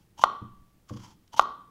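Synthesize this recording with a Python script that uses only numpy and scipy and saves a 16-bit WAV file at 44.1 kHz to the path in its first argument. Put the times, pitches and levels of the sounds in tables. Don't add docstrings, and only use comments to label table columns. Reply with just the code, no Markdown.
import sys
import numpy as np
from scipy import signal
from scipy.fft import rfft, irfft, next_fast_len
from scipy.io import wavfile

SR = 44100
rng = np.random.default_rng(int(sys.argv[2]) if len(sys.argv) > 2 else 0)


def materialize(psi):
    bounded = np.clip(np.atleast_2d(psi).T, -1, 1)
    quanta = np.round(bounded * 32767).astype(np.int16)
    wavfile.write(sys.argv[1], SR, quanta)


N = 74970
T = np.arange(N) / SR
SIZE = next_fast_len(2 * N)
HZ = np.fft.rfftfreq(SIZE, 1 / SR)


def amp(db):
    return 10 ** (np.asarray(db) / 20)


def unit(x):
    return x / np.sqrt(np.mean(x ** 2) + 1e-20)


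def along(points, hz):
    freqs, values = np.transpose(points)
    return np.interp(np.log(hz + 1), np.log(freqs + 1), values)


def level(rows, release_s=.0006):
    s, db = np.transpose(rows)
    return amp(np.interp(T, s, db) - 20 * np.maximum(T - s[-1], 0) / release_s) * (T >= s[0])


def filtered(x, response):
    return irfft(rfft(x, SIZE) * response, SIZE)[:N]


def noise(spectrum):
    return unit(filtered(rng.standard_normal(N), amp(along(spectrum, HZ))))


def impulse(db):
    cepstrum = irfft(np.log(amp(db)), SIZE)
    cepstrum[1:SIZE // 2] *= 2
    cepstrum[SIZE // 2 + 1:] = 0
    return irfft(np.exp(rfft(cepstrum)), SIZE)[:N]


def ring(modes, attack_s):
    sines = sum(amp(db - 60 * T / t60) * np.sin(2 * np.pi * hz * T) for hz, db, t60 in modes)
    return (1 - np.exp(-T / attack_s)) * sines


def at(s, x):
    return np.pad(x, (max(round(s * SR), 0), 0))[:N]


# frequency in Hz, relative level in dB.
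FLOOR_SPECTRUM = [(20, 24), (80, 21), (250, 12.5), (500, 7), (1000, 1), (3000, -4), (8000, -7.5),
                  (15000, -7.5)]

def noise_floor(level_db=-66):
    return amp(level_db) * noise(FLOOR_SPECTRUM)


# time in seconds, level in dB.
HOLD_LEVELS = [(0, -67), (0.4, -67), (0.6, -64.5), (0.85, -71.5), (1.0, -57), (1.15, -59.5), (1.27, -70.5),
               (1.7, -62)]
GRIP_LEVELS = [(0.42, -72), (0.48, -62), (0.62, -56), (0.68, -75.5)]
# frequency in Hz, relative level in dB.
HOLD_SPECTRUM = [(20, -3), (45, -9.5), (70, -3), (90, -1.5), (122, 1.5), (148, -4.5), (188, 3), (260, -12),
                 (315, -5.5), (500, -22), (1000, -32.5), (3000, -52.5)]

def handling():
    hold = level(HOLD_LEVELS) * noise(HOLD_SPECTRUM)
    grip = level(GRIP_LEVELS) * noise([(15, 5.5), (32, -2.5), (60, 1), (150, -36), (1000, -80)])
    return hold + grip


# time in seconds, pitch in Hz.
HOLLOW_PITCH = [(0, 898), (0.17, 879.3), (0.2, 917), (0.238, 1123), (0.89, 1130), (0.98, 1089), (1.06, 980),
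                (1.13, 870), (1.35, 910), (1.375, 930), (1.394, 1078)]
HOLLOW_LOWPASS = 1 / (1 + (HZ / 1800) ** 4)

def hollow(x, width_hz=58):
    pitch_hz = np.interp(T, *np.transpose(HOLLOW_PITCH))
    turn = np.exp(2j * np.pi * np.cumsum(pitch_hz) / SR)
    pole = np.exp(-np.pi * width_hz / SR)
    return (signal.lfilter([1], [1, -pole], x / turn) * turn).real


# time in seconds, relative level in dB.
PRESS_1 = [(0, -71.5), (0.03, -74), (0.06, -90)]
RISE_1 = [(0.168, -78), (0.181, -55), (0.19, -49.5), (0.2, -49.5), (0.209, -55), (0.217, -42), (0.223, -43),
          (0.229, -45), (0.238, -46.5)]
PRESS_2 = [(0.875, -79), (0.895, -49.5), (0.913, -66.5), (0.943, -55.5), (0.957, -68), (0.971, -50),
           (0.987, -64), (1.001, -54), (1.009, -60), (1.041, -52), (1.071, -60), (1.125, -60.5),
           (1.16, -86)]
RISE_2 = [(1.318, -79), (1.333, -47.5), (1.341, -50.5), (1.352, -54.5), (1.36, -68.5), (1.366, -45.5),
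          (1.377, -40.5), (1.388, -42), (1.394, -44.5)]
# frequency in Hz, relative level in dB.
PRESS_SPECTRUM = [(200, -11.5), (700, -8.5), (1380, 5.5), (1680, -5.5), (2100, -1), (2600, -3.5), (3250, 6),
                  (3800, -5.5), (4700, 0.5), (5600, 2), (7200, -2.5), (8400, -15), (10000, -11.5),
                  (13500, -19), (15500, -22.5)]
RISE_SPECTRUM = [(200, -17), (600, -11), (1350, -0.5), (1700, -6.5), (2500, -4.5), (3050, 4), (3700, -1.5),
                 (4800, 0.5), (5700, -3), (7000, -2), (8300, -12.5), (10000, -10), (13500, -15.5),
                 (15500, -23)]
# centre in Hz, width in Hz, boost in dB.
COLLAR_PEAKS = [(3010, 270, 4), (3245, 360, 4), (5600, 200, 11), (6200, 390, 6.5), (6340, 200, 5.5)]

def rubbing(slips_per_s=12000, spread=.22):
    slips = (rng.random(N) < slips_per_s / SR) * rng.standard_normal(N)
    slips *= np.exp(spread * rng.standard_normal(N))
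    press = level(PRESS_1) + level(PRESS_2)
    rise = level(RISE_1, release_s=.008) + level(RISE_2, release_s=.008)
    collar_db = sum(db / (1 + (2 * (HZ - hz) / width) ** 2) for hz, width, db in COLLAR_PEAKS)
    hiss = press * unit(filtered(slips, amp(along(PRESS_SPECTRUM, HZ))))
    hiss += rise * unit(filtered(slips, amp(along(RISE_SPECTRUM, HZ) + collar_db)))
    tone = amp(-2.5) * press * unit(hollow(slips, width_hz=125))
    tone += amp(.5) * rise * unit(hollow(slips))
    return amp(-2) * hiss + filtered(tone, HOLLOW_LOWPASS)


# start in seconds, relative level in dB, half the low-pass corner in Hz.
BUMPS = [(0.189, -48, 307), (0.417, -32, 153), (0.906, -33.5, 516), (0.9159, -34, 337), (0.956, -38.5, 406),
         (1.337, -49.5, 403), (1.361, -53.5, 150)]
# frequency in Hz, relative level in dB, seconds to fall 60 dB.
BOOM_MODES = [(97, -5, .19), (118, 2.5, .17), (190.5, -4, 0.17), (212.7, -3, 0.23), (292.5, -4.5, 0.19),
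              (314.5, -7.5, 0.15), (347, -9, .18), (473.6, -10, 0.14), (560, -14.5, 0.15)]
# frequency in Hz, relative level in dB.
THUD_SPECTRUM = [(30, -25.5), (60, -14), (110, -1.5), (700, 0), (2000, -13), (8000, -29)]

def bumps(thud_db=-9, thud_t60_s=.08):
    boom = ring(BOOM_MODES, attack_s=.006)
    out = np.zeros(N)
    for s, db, half_corner_hz in BUMPS:
        thud = amp(thud_db - 60 * T / thud_t60_s) * noise(THUD_SPECTRUM)
        softening = 1 / (1 + 1j * HZ / (2 * half_corner_hz)) ** 2
        out += at(s, amp(db) * filtered(boom + thud, softening))
    return out


# start in seconds, length in seconds.
SQUEAKS = [(0.19, .04), (1.338, 0.03)]

def squeaks(pitch_hz=2960, half_width_hz=70, level_db=-54.5):
    band = 1 / (1 + ((HZ - pitch_hz) / half_width_hz) ** 2)
    note = unit(filtered(rng.standard_normal(N), band))
    swells = sum(np.sin(np.pi * np.clip((T - s) / length, 0, 1)) for s, length in SQUEAKS)
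    return amp(level_db) * note * swells


# start in
# seconds, kick to the hollow in dB, snap level in dB.
TICKS = [(0.194, -32, -53.5), (0.2166, -36, -46), (0.894, -61.5, -49), (0.897, -38, -49),
         (0.972, -42.5, -49), (1.277, -92, -54.5), (1.342, -30.5, -59), (1.381, -31, -33.5),
         (1.41, -55, -31), (1.421, -47, -34.5)]
# frequency in Hz, relative level in dB.
SNAP_SPECTRUM = [(300, -13), (1500, -8.5), (2500, -3), (3500, 1.5), (4800, -3.5), (6000, -4), (8500, -17.5),
                 (14000, -21.5), (16000, -36.5)]

def ticks(snap_t60_s=.016):
    kicks = sum(at(s, amp(db) * (T == 0)) for s, db, _ in TICKS)
    onset = 1 - np.exp(-T / .001)
    snaps = sum(at(s, onset * amp(db - 60 * T / snap_t60_s) * noise(SNAP_SPECTRUM)) for s, _, db in TICKS)
    return filtered(hollow(kicks), HOLLOW_LOWPASS) + snaps


# start in seconds, gain in dB, treble gain in dB.
CLACKS = [(0.2381, 1, -5), (1.3945, 1, -6)]
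# frequency in Hz, relative level in dB, seconds to fall 60 dB.
HEAD_MODES = [(420, -30.5, 0.016), (1135, -2.5, 0.022), (1324.5, -8.5, .022), (1401, -26.5, 0.045),
              (1893, -53, 0.41), (3132, -36.5, .05), (3350, -53.5, .36), (4345, -56.5, .25),
              (5640, -45, .025)]
SPRING_MODES = [(1153, -36, .68), (1185, -42, .6)]
# frequency in Hz, relative level in dB.
CLICK_SPECTRUM = [(40, -7.5), (150, 2), (280, 9.5), (420, 0.5), (1700, -4), (2400, 8), (3150, 9), (4100, 6),
                  (5000, -10.5), (6500, 0.5), (8200, -20.5), (14000, -24.5), (16000, -45.5)]

def clacks(knock_hz=1022.8, knock_peak_s=.0012, steepness=7.62, crack_t60_s=.02):
    age = T / knock_peak_s
    knock = amp(-.5) * (age * np.exp(1 - age)) ** steepness * np.sin(2 * np.pi * knock_hz * T)
    body = -knock - ring([*HEAD_MODES, *SPRING_MODES], attack_s=.0005)
    click = impulse(along(CLICK_SPECTRUM, HZ))
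    out = np.zeros(N)
    for s, db, treble_db in CLACKS:
        crack = amp(-21.5 - 60 * T / crack_t60_s) * noise(SNAP_SPECTRUM)
        treble = amp(treble_db) * at(.0005, click + crack)
        out += amp(db) * at(s, body + treble)
    return out


# frequency in Hz, seconds to fall 60 dB.
ROOM_T60 = [(100, 0.54), (400, .55), (1100, 0.47), (2200, 0.6), (3600, .52), (6000, 0.41), (12000, 0.21)]
# frequency in Hz, relative level in dB.
ROOM_COLOUR = [(100, 1), (280, 9.5), (390, 4), (550, -9), (850, -8.5), (1130, 1.5), (1450, -8.5),
               (1900, -6), (2200, -14.5), (2700, -9), (3300, 0.5), (4200, 0.5), (6000, -5.5), (12000, -4.5)]
# delay in seconds, gain of the lows in dB.
WALL_ECHOES = [(.0037, -19.5), (.0205, -25.5), (0.061, -27.5), (.089, -31.5)]

def room(x, tail_db=-13, echo_corner_hz=2500):
    hz, t, bands = signal.stft(rng.standard_normal(SR), SR, nperseg=256)
    decay = amp(-60 * t / along(ROOM_T60, hz)[:, None])
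    tail = signal.istft(bands * decay, SR, nperseg=256)[1][:SR]
    tail *= 1 - np.exp(-T[:SR] / .005)
    diffuse = signal.fftconvolve(x, tail / np.linalg.norm(tail))[:N]
    diffuse = filtered(diffuse, amp(tail_db + along(ROOM_COLOUR, HZ)))
    echoes = sum(at(s, amp(db) * x) for s, db in WALL_ECHOES)
    return diffuse + filtered(echoes, 1 / (1 + (HZ / echo_corner_hz) ** 2))


def scene():
    pump = clacks() + rubbing() + ticks() + squeaks()
    bumping = bumps()
    hand = handling()
    reverb = room(pump + amp(-5.5) * bumping)
    return (pump + bumping + reverb + hand + noise_floor())[None]


def record(dry, ceiling=.98, top_hz=15800):
    return filtered(np.clip(dry[0], -ceiling, ceiling), HZ < top_hz)[None]


dry = scene()
out = record(dry)
materialize(out)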